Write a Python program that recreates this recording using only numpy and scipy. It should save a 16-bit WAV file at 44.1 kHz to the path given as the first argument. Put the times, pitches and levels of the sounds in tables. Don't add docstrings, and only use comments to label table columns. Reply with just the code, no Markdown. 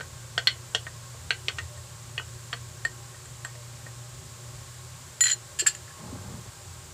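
import sys
import numpy as np
from scipy import signal
from scipy.fft import rfft, irfft, next_fast_len
from scipy.io import wavfile
from scipy.ndimage import uniform_filter1d

SR = 44100
rng = np.random.default_rng(int(sys.argv[2]) if len(sys.argv) > 2 else 0)


def convert_level_to_amplitude(level_db):
    exponent = np.asarray(level_db, float) / 20
    return 10 ** exponent


def output_pcm(signal):
    pcm = np.clip(np.atleast_2d(signal).T, -1, 1) * 32767
    wavfile.write(sys.argv[1], SR, np.round(pcm).astype(np.int16))


N = 305809

# start_s, blade_db, handle_db, glass_rim_db, contact_hardness_db
SPOON_TAPS = [(.0075, -35, -48.5, -43, -53), (0.3787, -31, -34.5, -27.5, -32),
              (0.4716, -30, -24, -29.5, -34), (0.558, -58, -72, -64, -62), (.7486, -39, -30, -30.5, -34.5),
              (0.8674, -33.5, -52, -34.5, -57), (1.143, -56, -73, -76, -53), (1.3064, -28, -27.5, -36, -53),
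              (1.4829, -44, -38.5, -36, -34), (1.496, -36, -60, -56, -55), (1.585, -35, -38.5, -31, -48),
              (1.7745, -57, -79, -52, -47), (2.1787, -39, -37, -33, -50), (2.197, -35, -61, -50, -63),
              (2.5291, -42, -39.5, -34, -41), (2.8505, -34, -48, -19.5, -26), (3.145, -51, -81, -51, -53),
              (3.2558, -55, -73, -56, -40), (3.4483, -33, -50, -38, -27.5), (3.552, -58, -71, -51, -52),
              (3.8642, -44, -77, -43.5, -54)]
# thud_db, neck_db, edge_db, tip_db, crack_db
TAP_COLOUR = [(2.5, 2, -1, -3, -6), (0, 4, 0, 5, -6), (-7.5, 3.5, 4.5, -0.5, -0.5), (0, -3, .1, .1, .1),
              (7.5, -8, 1, 7, -0.5), (-2, 1, -6, .1, -8), (5.5, -2, .1, .1, .1), (-5, 4, -3, 4, -8),
              (2, -3, 4, 4.5, 4), (-9, 0, 6, .1, -3), (-5, 0, -4, 8.5, -3), (4, -3, .1, .1, .1),
              (-8, -4, -7.5, -1, 0), (6.5, -4, 3, .1, -2), (2, 1, 0, -4, 13.5), (0, .1, -4, .1, -3),
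              (-3, -2, .1, .1, .1), (-5, .1, .1, .1, .1), (-9, .1, -10, .1, -1), (4, -4, .1, .1, .1),
              (5, -4, .1, .1, .1)]
# start_s, then four columns level_db
FIRM_KNOCKS = [(.0003, -36, -42, -30.5, -45), (.3782, -33, -27, -11.5, -27), (0.472, -40, -39, -17, -33),
               (0.7482, -32.5, -24, -18, -34), (1.3061, -40, -32, -16, -24), (1.483, -38, -33, -40, -21),
               (1.585, -49, -45, -25, -36), (2.1791, -38, -41, -37, -29), (2.5299, -46, -46, -25, -36),
               (2.8507, -42, -37, -24, -34), (3.4488, -50, -41.5, -31, -45)]
# pitch_hz, level_db, t60_s
STACK_LOW_MODES = [(1360, -7.5, 0.031), (1450, -6, 0.017), (1726, 2.5, 0.031), (2000, -6, 0.023),
                   (2190, -9, 0.024)]


def rms_one(x):
    return x / np.sqrt(np.mean(x ** 2) + 1e-20)


def in_time(rows, off_db=-120):
    s, *columns = np.transpose(rows)
    return [np.interp(np.arange(N) / SR, s, c, off_db, off_db) for c in columns]


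def stroke(s, level_db, attack_s, hold_s, fall_db_s, rise_db=14):
    release_s = s + hold_s
    points = [(s - attack_s, level_db - rise_db), (s, level_db),
              (release_s, level_db), (release_s + 40 / fall_db_s, level_db - 41)]
    return in_time(points)[0]


def drift(rate):
    knots = rng.standard_normal(400)
    return np.interp(np.arange(N) / SR * rate, np.arange(len(knots)), knots)


def coloured(spectrum):
    size = next_fast_len(N)
    hz, level_db = np.transpose(spectrum)
    bins_hz = np.arange(1, size // 2 + 2) * SR / size
    shape = convert_level_to_amplitude(np.interp(np.log(bins_hz), np.log(hz), level_db))
    return rms_one(irfft(rfft(rng.standard_normal(size)) * shape, size)[:N])


def ring(clicks, hz, t60):
    r, w = convert_level_to_amplitude(-60 / (t60 * SR)), 2 * np.pi * hz / SR
    return signal.lfilter([0, np.sin(w)], [1, -2 * r * np.cos(w), r * r], clicks + 1e-18)


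def strike(times, blow_db, modes, detune=0.013, chatter_db=-12, chatter_s=0.0063, crack=2.0):
    hz, level_db, t60 = np.transpose(modes)[:, :, None]
    out, t = np.zeros(N + SR), np.arange(SR // 10) / SR
    chance = rng.standard_normal((len(times), 2, len(modes), 1))
    chatter = rng.standard_normal((len(times), len(t))) * np.exp(-t / chatter_s)
    chatter *= convert_level_to_amplitude(chatter_db) / np.sqrt(chatter_s * SR / 2)
    chatter[:, 0] = 1
    contact = (1 - np.exp(-t / 0.00029)) * (1 + crack * np.exp(-t / 0.00092))
    sign = (-1.) ** np.arange(len(modes))[:, None]
    for s, strength_db, (louder, higher), grains in zip(times, blow_db, chance, chatter):
        waves = np.sin(2 * np.pi * hz * (1 + detune * higher) * t) * convert_level_to_amplitude(-60 * t / t60)
        blow = np.sum(sign * convert_level_to_amplitude(strength_db + level_db + louder) * waves, axis=0) * contact
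        out[int(s * SR):][:2 * len(t) - 1] += signal.fftconvolve(blow, grains)
    return out[:N]


def rub(level_db, per_s, modes, uneven_db):
    moving = np.flatnonzero(level_db > -100)
    span, out = slice(moving[0], moving[-1] + SR // 8), np.zeros(N)
    sizes = convert_level_to_amplitude(uneven_db * np.minimum(rng.exponential(1, N), 4)) * rng.choice([-1, 1], N)
    slips = (sizes * (rng.random(N) < per_s / SR) * convert_level_to_amplitude(level_db))[span]
    for k, (hz, gain_db, t60) in enumerate(modes):
        out[span] += convert_level_to_amplitude(gain_db) * ring(np.roll(slips, 7 * k) * (-1) ** k, hz, t60)
    return out


def air():
    # pitch_hz, density_db_per_hz
    hiss_spectrum = [(200, -5.5), (300, -28), (450, -10), (750, -10), (1100, -6), (1600, -8), (2490, -11),
                     (4600, -9), (6100, -9), (7470, -3), (9000, -11), (10800, -18), (15500, -22),
                     (15900, -70)]
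    # pitch_hz, width_hz, level_db
    standing_waves = [(371, 24, -62), (471, 13, -72), (539.5, 27, -70), (597, 21, -64), (805, 3.2, -68.5),
                      (933, 110, -68.5), (1083, 22, -62), (1580, 14, -68.5)]
    hiss = convert_level_to_amplitude(-48 + 0.22 * drift(3.2)) * coloured(hiss_spectrum)
    for hz, width_hz, level_db in standing_waves:
        wave = rms_one(ring(rng.standard_normal(N), hz, 2.6 / width_hz))
        hiss = hiss + convert_level_to_amplitude(level_db + 2.0 * drift(4)) * wave
    return hiss


def side_hiss():
    # pitch_hz, density_db_per_hz
    side_spectrum = [(30, -21), (120, -15), (301, -7), (431, -8.5), (3440, -12.5), (5500, -18),
                     (9000, -30.5), (15000, -22)]
    return convert_level_to_amplitude(-71 + 3.6 * drift(8)) * coloured(side_spectrum)


def fridge():
    # start_s,
    # level_db
    hum_level = [(0, -48), (1.0, -47), (1.4, -50), (2.4, -48), (3.2, -52), (3.5, -45.5), (4.3, -49.5),
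                 (4.6, -53.5), (5.4, -51.5), (5.6, -55), (6.3, -55), (6.44, -44), (6.56, -54), (6.93, -58)]
    # multiple, level_db
    hum_orders = [(1, 5), (2, -35), (3, -20), (4.5, -19), (5, -31)]
    # pitch_hz, density_db_per_hz
    rumble_spectrum = [(20, -48), (40, -20), (54, -1.5), (68, -9), (87, 4.5), (102, -4.5), (120, -0.5),
                       (140, -1.5), (157, -4), (185, -22), (215, -34), (245, -12), (290, -28), (400, -71)]
    mains_hz = 119.3
    hum_db, = in_time(hum_level, off_db=-45)
    phase = 2 * np.pi * np.cumsum(mains_hz + 2.195 * drift(9)) / SR
    hum = sum(convert_level_to_amplitude(level_db + 2.6 * drift(12.0)) * np.sin(k * phase) for k, level_db in hum_orders)
    rumble = convert_level_to_amplitude(-49.5 + 2.8 * drift(9.1)) * coloured(rumble_spectrum)
    return convert_level_to_amplitude(hum_db - 1.0) * hum + rumble


def booms():
    # start_s, level_db, hold_s
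    swells = [
        (1.165, -42, 0.1),
        (1.565, -46.5, 0.27),
        (6.113, -47, 0.18),
    ]
    level_db = np.max([stroke(s, db, 0.056, hold_s, 200) for s, db, hold_s in swells], axis=0)
    return convert_level_to_amplitude(level_db) * rms_one(ring(rng.standard_normal(N), 87.9, 0.79))


def kitchen(x):
    room_t60_s, wall_cut_hz, pose_s = 0.12, 5200, 0.12
    t, noise, hop = np.arange(SR // 4) / SR, rng.standard_normal(SR // 2), int(pose_s * SR)
    shape = convert_level_to_amplitude(-60 * t / room_t60_s) * np.clip(t / 0.0057 - .4, 0, 1)
    out, fade = np.zeros(N + SR), np.hanning(2 * hop + 1)[:-1]
    walls = signal.butter(1, wall_cut_hz, fs=SR)
    for at in range(-hop, N, hop):
        start = max(at, 0)
        tail = signal.lfilter(*walls, np.roll(noise, at)[:len(t)] * shape)
        part = x[start:at + 2 * hop] * fade[max(-at, 0):][:N - start]
        echo = signal.fftconvolve(part, tail / np.sqrt(np.sum(tail ** 2)))
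        out[start:][:len(part) + len(t) - 1] += echo
    return out[:N]


def scuff():
    return rub(stroke(5.875, -65, .008, .035, 400), 1500, STACK_LOW_MODES, 2.5)


def dragging():
    # start_s, level_db, hold_s
    pulls = [
        (6.002, -42, 0.38),
        (6.457, -47, .004),
    ]
    # pitch_hz, level_db, t60_s
    drag_modes = [(100, 3, 0.14), (123, -0.5, 0.064), (185, 1, 0.099), (254, -3, 0.067), (370, -2.5, 0.052),
                  (470, -6, 0.091), (604, -2, 0.042), (824, 1.5, 0.029), (1120, 6, 0.011)]
    # start_s, level_db
    bumps = [(6.003, -39), (6.028, -46), (6.056, -45), (6.099, -42), (6.123, -34.5), (6.157, -36),
             (6.209, -47), (6.243, -45), (6.273, -41), (6.337, -37), (6.364, -44), (6.41, -48),
             (6.455, -52)]
    # pitch_hz, level_db, t60_s
    foot_modes = [(104, 2.5, 0.031), (128, -0.5, 0.083), (193, -0.5, 0.05), (255, -4, 0.049),
                  (390, -14, .035), (610, -14, 0.023)]
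    drag_db = np.maximum(*[stroke(s, db, 0.043, hold_s, 500) for s, db, hold_s in pulls])
    slips = rub(drag_db - 18.5, 1200, drag_modes, 2.5)
    return slips + strike(*np.transpose(bumps), foot_modes, 0.053, chatter_db=-2, chatter_s=.006, crack=.3)


def seating():
    # start_s, level_db
    contacts = [
        (5.6626, -21),
        (5.6695, -23),
    ]
    # pitch_hz, level_db, t60_s
    seat_modes = [(1560, -6, .02), (1725, 0, .032), (1960, -7, .025), (2280, -9, .025)]
    return strike(*np.transpose(contacts), seat_modes, .002, chatter_db=-12, crack=.4)


def stacking():
    # start_s, low_knock_db, middle_db, ring_db
    clinks = [(5.5888, -34, -38, -22.5), (5.5935, -36, -29, -17), (5.5957, -27, -22, -27),
              (5.5998, -29, -30, -18.5), (5.605, -38, -25, -23), (5.611, -31, -22, -36),
              (5.626, -36, -43, -39), (5.6627, -15.5, -32, -44), (5.6655, -29, -20, -13),
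              (5.667, -15, -25, -11), (5.6698, -24, -32, -27), (5.674, -28, -37, -29),
              (5.6803, -31, -33, -23), (5.696, -43, -38, -30), (5.706, -38, -37, -38),
              (5.7486, -34, -35, -32), (5.878, -38, -56, -57)]
    # pitch_hz, level_db, t60_s
    middle_modes = [(2460, -3.5, 0.023), (2770, 0.3, 0.032), (2990, -1, .025), (3200, -6, 0.027),
                    (3600, -8, .02), (4160, -16, .035), (4260, -3, 0.045), (4500, -11, 0.032),
                    (4660, 1.5, .025), (5163, -6, .025), (5600, -7, .02), (6130, -6, .02)]
    # pitch_hz, level_db, t60_s
    ring_modes = [(6600, -12, .02), (7060, 0, 0.026), (7260, -5.5, 0.038), (7530, -6, .045),
                  (7620, 2.5, 0.034), (7740, -11, .035), (8000, -14, .035), (8320, -14, .03),
                  (8720, -13, 0.022), (10800, -15, .03), (11100, -22, 0.014), (11680, -19.5, .035),
                  (14570, -31, .035), (15090, -28, .04)]
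    # start_s, level_db
    settle = [
        (5.621, -36.5),
    ]
    # start_s, level_db, fall_db_per_s
    grinds = [
        (5.591, -19.5, 830),
        (5.667, -22, 520),
    ]
    s, low_db, mid_db, ring_db = np.transpose(clinks)
    touches = strike(s, low_db - 5.5, STACK_LOW_MODES, .004, chatter_db=-10.0, crack=0.41)
    touches += strike(s, mid_db - 8.5, middle_modes, chatter_db=-7, crack=0.61)
    touches += strike(s, ring_db - 6.0, ring_modes, 0.0021, chatter_db=3.5, crack=0.2)
    s, thud_db = np.transpose(settle)
    counter_modes = [(360, 3, 0.065), (447, 1.0, 0.035), (670, -3.0, .05)]     # pitch_hz, level_db, t60_s
    touches += strike(s, thud_db - 2.5, counter_modes, chatter_db=-1.5, chatter_s=0.012, crack=.1)
    grind_db = np.maximum(*[stroke(s, db, 0.0049, 0.009, fall) for s, db, fall in grinds])
    return touches + rub(grind_db - 25.0, 1500, middle_modes + ring_modes, 4.6)


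def bouncing_bowl():
    # start_s, knock_db, first_ring_db, second_ring_db, third_ring_db
    bounces = [(5.2071, -21, -26.5, -30.5, -15), (5.2384, -22.5, -43, -29, -12),
               (5.2557, -24.5, -26, -28, -24), (5.2687, -22.5, -32, -27, -29), (5.2743, -40, -39, -29, -44),
               (5.281, -27, -36, -29, -38), (5.2898, -28, -35, -36, -29), (5.299, -25.5, -38, -35, -31),
               (5.304, -28, -36, -36, -42), (5.31, -35, -35, -30, -19), (5.3146, -29, -32, -34, -21),
               (5.32, -33, -44, -31, -27), (5.3247, -31, -38, -35, -25), (5.3286, -40, -54, -31.5, -26),
               (5.336, -47, -55, -35, -32)]
    swell_factors = [.7, 2.1, 1.1, .9, .9, .9, .9, .9, .9, .7, .8, .9, .9, .9, .9]
    # pitch_hz, level_db, t60_s, swell_s
    glass_groups = [
        [(1934, -0.6, 0.68, 0.00072)],
        [(4140, 2, 0.45, 0.0014), (4200, -8, 0.27, 0.0016)],
        [(7060, 11.5, 0.065, 0.0037), (7030, -2, 0.13, .001), (7381, -18, .2, .001), (7760, -15, .07, .001),
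         (7860, -16, .2, .001)],
        [(10725, 2.5, 0.23, .0004), (11630, -7, .2, .0008), (14570, -15, .15, .0008), (15100, -7, .2, .0015)],
    ]
    # pitch_hz, level_db, t60_s
    counter_modes = [(1550, 2, 0.0093), (1714, 2, 0.02), (2350, 6, 0.0032), (2830, -5, 0.036),
                     (2940, 2, 0.016), (3200, 5, 0.013), (3780, -6.5, .012), (4600, -5, 0.023),
                     (4780, -10, 0.036), (5140, -12, 0.093), (5600, -9, 0.031), (6200, -4, 0.013),
                     (6870, -1, .02), (7270, 7.5, .015), (8200, -7, 0.023), (9000, -16, .012)]
    choke_s, last_ring_s = 0.0012, 0.011
    phase_jump = 0.33
    s, knock_db, *ring_db = np.transpose(bounces)
    top_db = -54.5 + 21.5 * np.exp(-(s - s[0]) / 0.088)
    levels_db = np.transpose([*ring_db, top_db])
    out, t = np.zeros(N), np.arange(SR // 8) / SR
    for start, gap, slow, groups_db in zip(s, np.append(np.diff(s), 0), swell_factors, levels_db):
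        choke = np.exp(-np.maximum(t - gap, 0) / (choke_s if gap else last_ring_s))
        at = int(start * SR)
        for group_db, modes in zip(groups_db, glass_groups):
            for hz, level_db, t60, swell_s in modes:
                shape = (1 - np.exp(-t / (slow * swell_s))) ** 2 * convert_level_to_amplitude(-60 * t / t60) * choke
                cycles = hz * (t + at / SR) + phase_jump * rng.standard_normal()
                out[at:at + len(t)] += convert_level_to_amplitude(group_db + level_db) * shape * np.sin(2 * np.pi * cycles)
    knocks = strike(s, knock_db - 5.0, counter_modes, 0.012, chatter_db=-6.0, chatter_s=0.0052, crack=1.67)
    return out, knocks


def loose_handle():
    # pitch_hz, level_db, t60_s
    handle_modes = [(2126, 0, 0.12), (2974, -0.5, .2), (3240, -5, .11), (3155, -8, 0.11), (4400, -6, .09)]
    # handle_db, rim_db
    levels_db = [(-60, -55), (-46, -44), (-30, -38), (-39, -42), (-38, -50), (-46, -55), (-55, -31),
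                 (-44, -32), (-56, -44), (-60, -44), (-60, -40)]
    rim_hz, rim_t60_s = 1848, .09
    hz, level_db, t60 = np.transpose(handle_modes)[:, :, None]
    out, t = np.zeros(N), np.arange(SR // 5) / SR
    sing = np.sum(convert_level_to_amplitude(level_db - 60 * t / t60) * np.sin(2 * np.pi * hz * t), axis=0)
    sing = sing * (1 - np.exp(-t / .004))
    rim = convert_level_to_amplitude(-60 * t / rim_t60_s) * np.sin(2 * np.pi * rim_hz * t) * (1 - np.exp(-t / .003))
    for (s, *_), levels in zip(FIRM_KNOCKS, convert_level_to_amplitude(np.array(levels_db))):
        out[int(s * SR):][:len(t)] += levels @ [sing, rim]
    return out


def wood():
    # pitch_hz, t60_s, partner_hz, partner_db
    mode_pairs = [(447, 0.063, 430, -16.5), (705, 0.053, 643, -6), (1540, .04, 1440, -7.5),
                  (2110, 0.034, 2250, -8), (2540, 0.023, 2670, -3), (2951, 0.028, 3300, -7),
                  (3240, 0.027, 3360, -3), (3890, 0.029, 3720, -8), (4374, 0.033, 4230, -4),
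                  (4660, 0.025, 4370, -3), (5160, .03, 5450, -5), (5870, 0.033, 5680, -2)]
    middle_db = [(-50, -46, -46, -51), (-28, -15, -14, -43), (-26, -13, -7.5, -19), (-29, -10, -11.5, -36),
                 (-20.5, -15, -15, -17), (-18, -16, -17.5, -27), (-32, -28.5, -28, -38),
                 (-22, -16, -26, -43), (-32, -30, -22.5, -35), (-35, -30, -34, -47), (-37, -36, -45, -44)]
    high_db = [(-40.5, -54, -54, -53), (-25, -20.5, -28, -38), (-21, -20, -19, -28), (-27, -32, -24, -24),
               (-15.5, -26, -45, -32), (-26, -31, -28, -32), (-40, -38, -38, -42), (-31, -37, -44, -44),
               (-33, -36, -43, -42), (-25.5, -33, -39, -44), (-49, -49, -47, -54)]
    hz, t60, partner_hz, partner_db = np.transpose(mode_pairs)[:, :, None]
    out, t = np.zeros(N), np.arange(SR // 10) / SR
    pairs = np.sin(2 * np.pi * hz * t) + convert_level_to_amplitude(partner_db) * np.sin(2 * np.pi * partner_hz * t)
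    pairs = pairs * convert_level_to_amplitude(-60 * t / t60) * (-1.) ** np.arange(len(mode_pairs))[:, None]
    pairs = pairs * (1 - np.exp(-t / 0.00042)) * (1 + 0.33 * np.exp(-t / 0.0018))
    for s, *modes_db in np.hstack([FIRM_KNOCKS, middle_db, high_db]):
        out[int(s * SR):][:len(t)] += convert_level_to_amplitude(np.array(modes_db) - 4.5) @ pairs
    return out


def wet_crack():
    # pitch_hz, level_db, t60_s
    crack_modes = [(754, -4.5, 0.0089), (1190, 3.5, 0.014), (1730, 0, 0.0075), (2570, 1, .005),
                   (3900, -17, 0.0032), (5200, 1, .004)]
    s, blade_db, handle_db = np.transpose(SPOON_TAPS)[:3]
    crack_db = np.maximum(blade_db, handle_db) - 14.5 + np.transpose(TAP_COLOUR)[4]
    return strike(s, crack_db, crack_modes, 0.036, chatter_db=11.0, chatter_s=0.012, crack=0.28)


def spoon():
    # pitch_hz, level_db, t60_s
    blade = [(1310, -6, 0.034), (1420, -2.5, 0.009), (1540, 3.5, 0.026), (1655, -3, 0.02),
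             (1090, -15, 0.012), (890, -11, 0.011), (1590, 2, 0.0049)]
    thud = [(467, -3.5, 0.13), (574, -4.5, 0.044), (680, 1, 0.045), (800, -21, 0.021)]
    neck = [(1993, 4.5, 0.053), (1960, 3, 0.021), (2290, 5.5, 0.0056), (2830, 3.5, 0.013),
            (2220, 8, 0.0068)]
    handle = [(2770, 7.5, 0.015), (2830, 1, 0.0059), (3035, 4.5, 0.02), (3250, -7, 0.013),
              (3100, -0.5, 0.017), (3390, -13, 0.015), (3310, -41.5, 0.0071), (3180, 10, 0.0055)]
    held_glass = [(1847, -0.5, 0.036), (1896, -5.5, 0.034)]
    edge = [(3740, 0, 0.024), (3650, -7, 0.007), (4280, -2, 0.025), (4240, 5, 0.031), (4450, 3, 0.015),
            (4464, -9, 0.023), (4440, 0.5, 0.003)]
    tip = [(4830, -23, 0.0094), (5270, -9, 0.013), (5450, -2.5, 0.03), (6050, -3, 0.019), (6050, 1, 0.019),
           (6430, -2, 0.028), (7210, -2.5, 0.029), (8340, -3, 0.023), (8620, -6, 0.013)]
    overtones = [(4290, -8, 0.049), (6870, -9, .02), (7540, 0.5, 0.063), (7730, -6, 0.047),
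                 (8350, -3, .015), (9200, -16, .012), (10200, -12, .012), (11400, -16, .03)]
    # offset_db, blade_share, handle_share, rim_share, hardness_share
    followers = [(-18, 0.24, 0.28, -0.17, 0.16), (-26.5, -0.42, 0.84, 0.069, -0.18),
                 (1.5, 0.14, 0.73, 0.17, 0.099), (-14, -0.14, 0.74, -0.14, 0.35)]
    s, blade_db, handle_db, glass_db, overtone_db = np.transpose(SPOON_TAPS)
    drive = [np.ones(len(s)), blade_db, handle_db, glass_db, overtone_db]
    thud_db, neck_db, edge_db, tip_db = np.array(followers) @ drive + np.transpose(TAP_COLOUR)[:4]
    body = strike(s, blade_db - 7.5, blade, chatter_db=6.5, chatter_s=0.0032)
    body += strike(s, thud_db - 4.5, thud, 0.024, chatter_db=-2.0, chatter_s=0.01)
    body += strike(s, neck_db - .8, neck, chatter_db=-8.0, chatter_s=0.018)
    body += strike(s, handle_db, handle, chatter_db=-8.0, chatter_s=0.0078)
    rim = strike(s, glass_db + 10, held_glass, 0.0028, chatter_db=-18, chatter_s=0.0039, crack=0.091)
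    bright = strike(s, edge_db - 3.0, edge, chatter_db=8.0, chatter_s=0.0066)
    bright += strike(s, tip_db - 6.0, tip, chatter_db=7.0, chatter_s=0.0069)
    bright += strike(s, overtone_db - 4.5, overtones, 0.0021, chatter_db=-35, chatter_s=0.0049, crack=0.21)
    return rim, body + bright


def scene():
    free_ring, counter = bouncing_bowl()
    rim, taps = spoon()
    blows = taps + wood() + loose_handle() + counter + stacking() + convert_level_to_amplitude(-3.5) * free_ring
    reflections = convert_level_to_amplitude(-13) * kitchen(blows + convert_level_to_amplitude(-5) * rim)
    mid = blows + convert_level_to_amplitude(-5.0) * free_ring + rim + reflections
    mid = mid + dragging() + scuff() + seating() + wet_crack()
    mid = mid + fridge() + booms() + air()
    side = side_hiss()
    return np.array([mid + side, mid - side])


def roll_off(x):
    return signal.sosfilt(signal.butter(12, 16620, fs=SR, output="sos"), x)


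def record(dry, threshold_db=-30, squeeze=0.041, release_db_s=12):
    soft_top, cutoff_hz = .7, 16900
    level_db = 10 * np.log10(uniform_filter1d(dry[0] ** 2, size=220) + 1e-12)
    ramp = release_db_s * np.arange(N) / SR
    excess_db = squeeze * np.maximum(level_db - threshold_db, 0)
    duck_db = np.maximum.accumulate(excess_db + ramp) - ramp
    bass_cut = signal.butter(2, 45, "high", fs=SR, output="sos")
    treble_cut = signal.cheby2(10, 60, cutoff_hz, fs=SR, output="sos")
    dry = signal.sosfilt(bass_cut, dry)
    dry = signal.sosfilt(treble_cut, soft_top * np.tanh(dry / soft_top))
    return roll_off(dry * convert_level_to_amplitude(-uniform_filter1d(duck_db, size=200)))


dry = scene()
out = record(dry)
output_pcm(out)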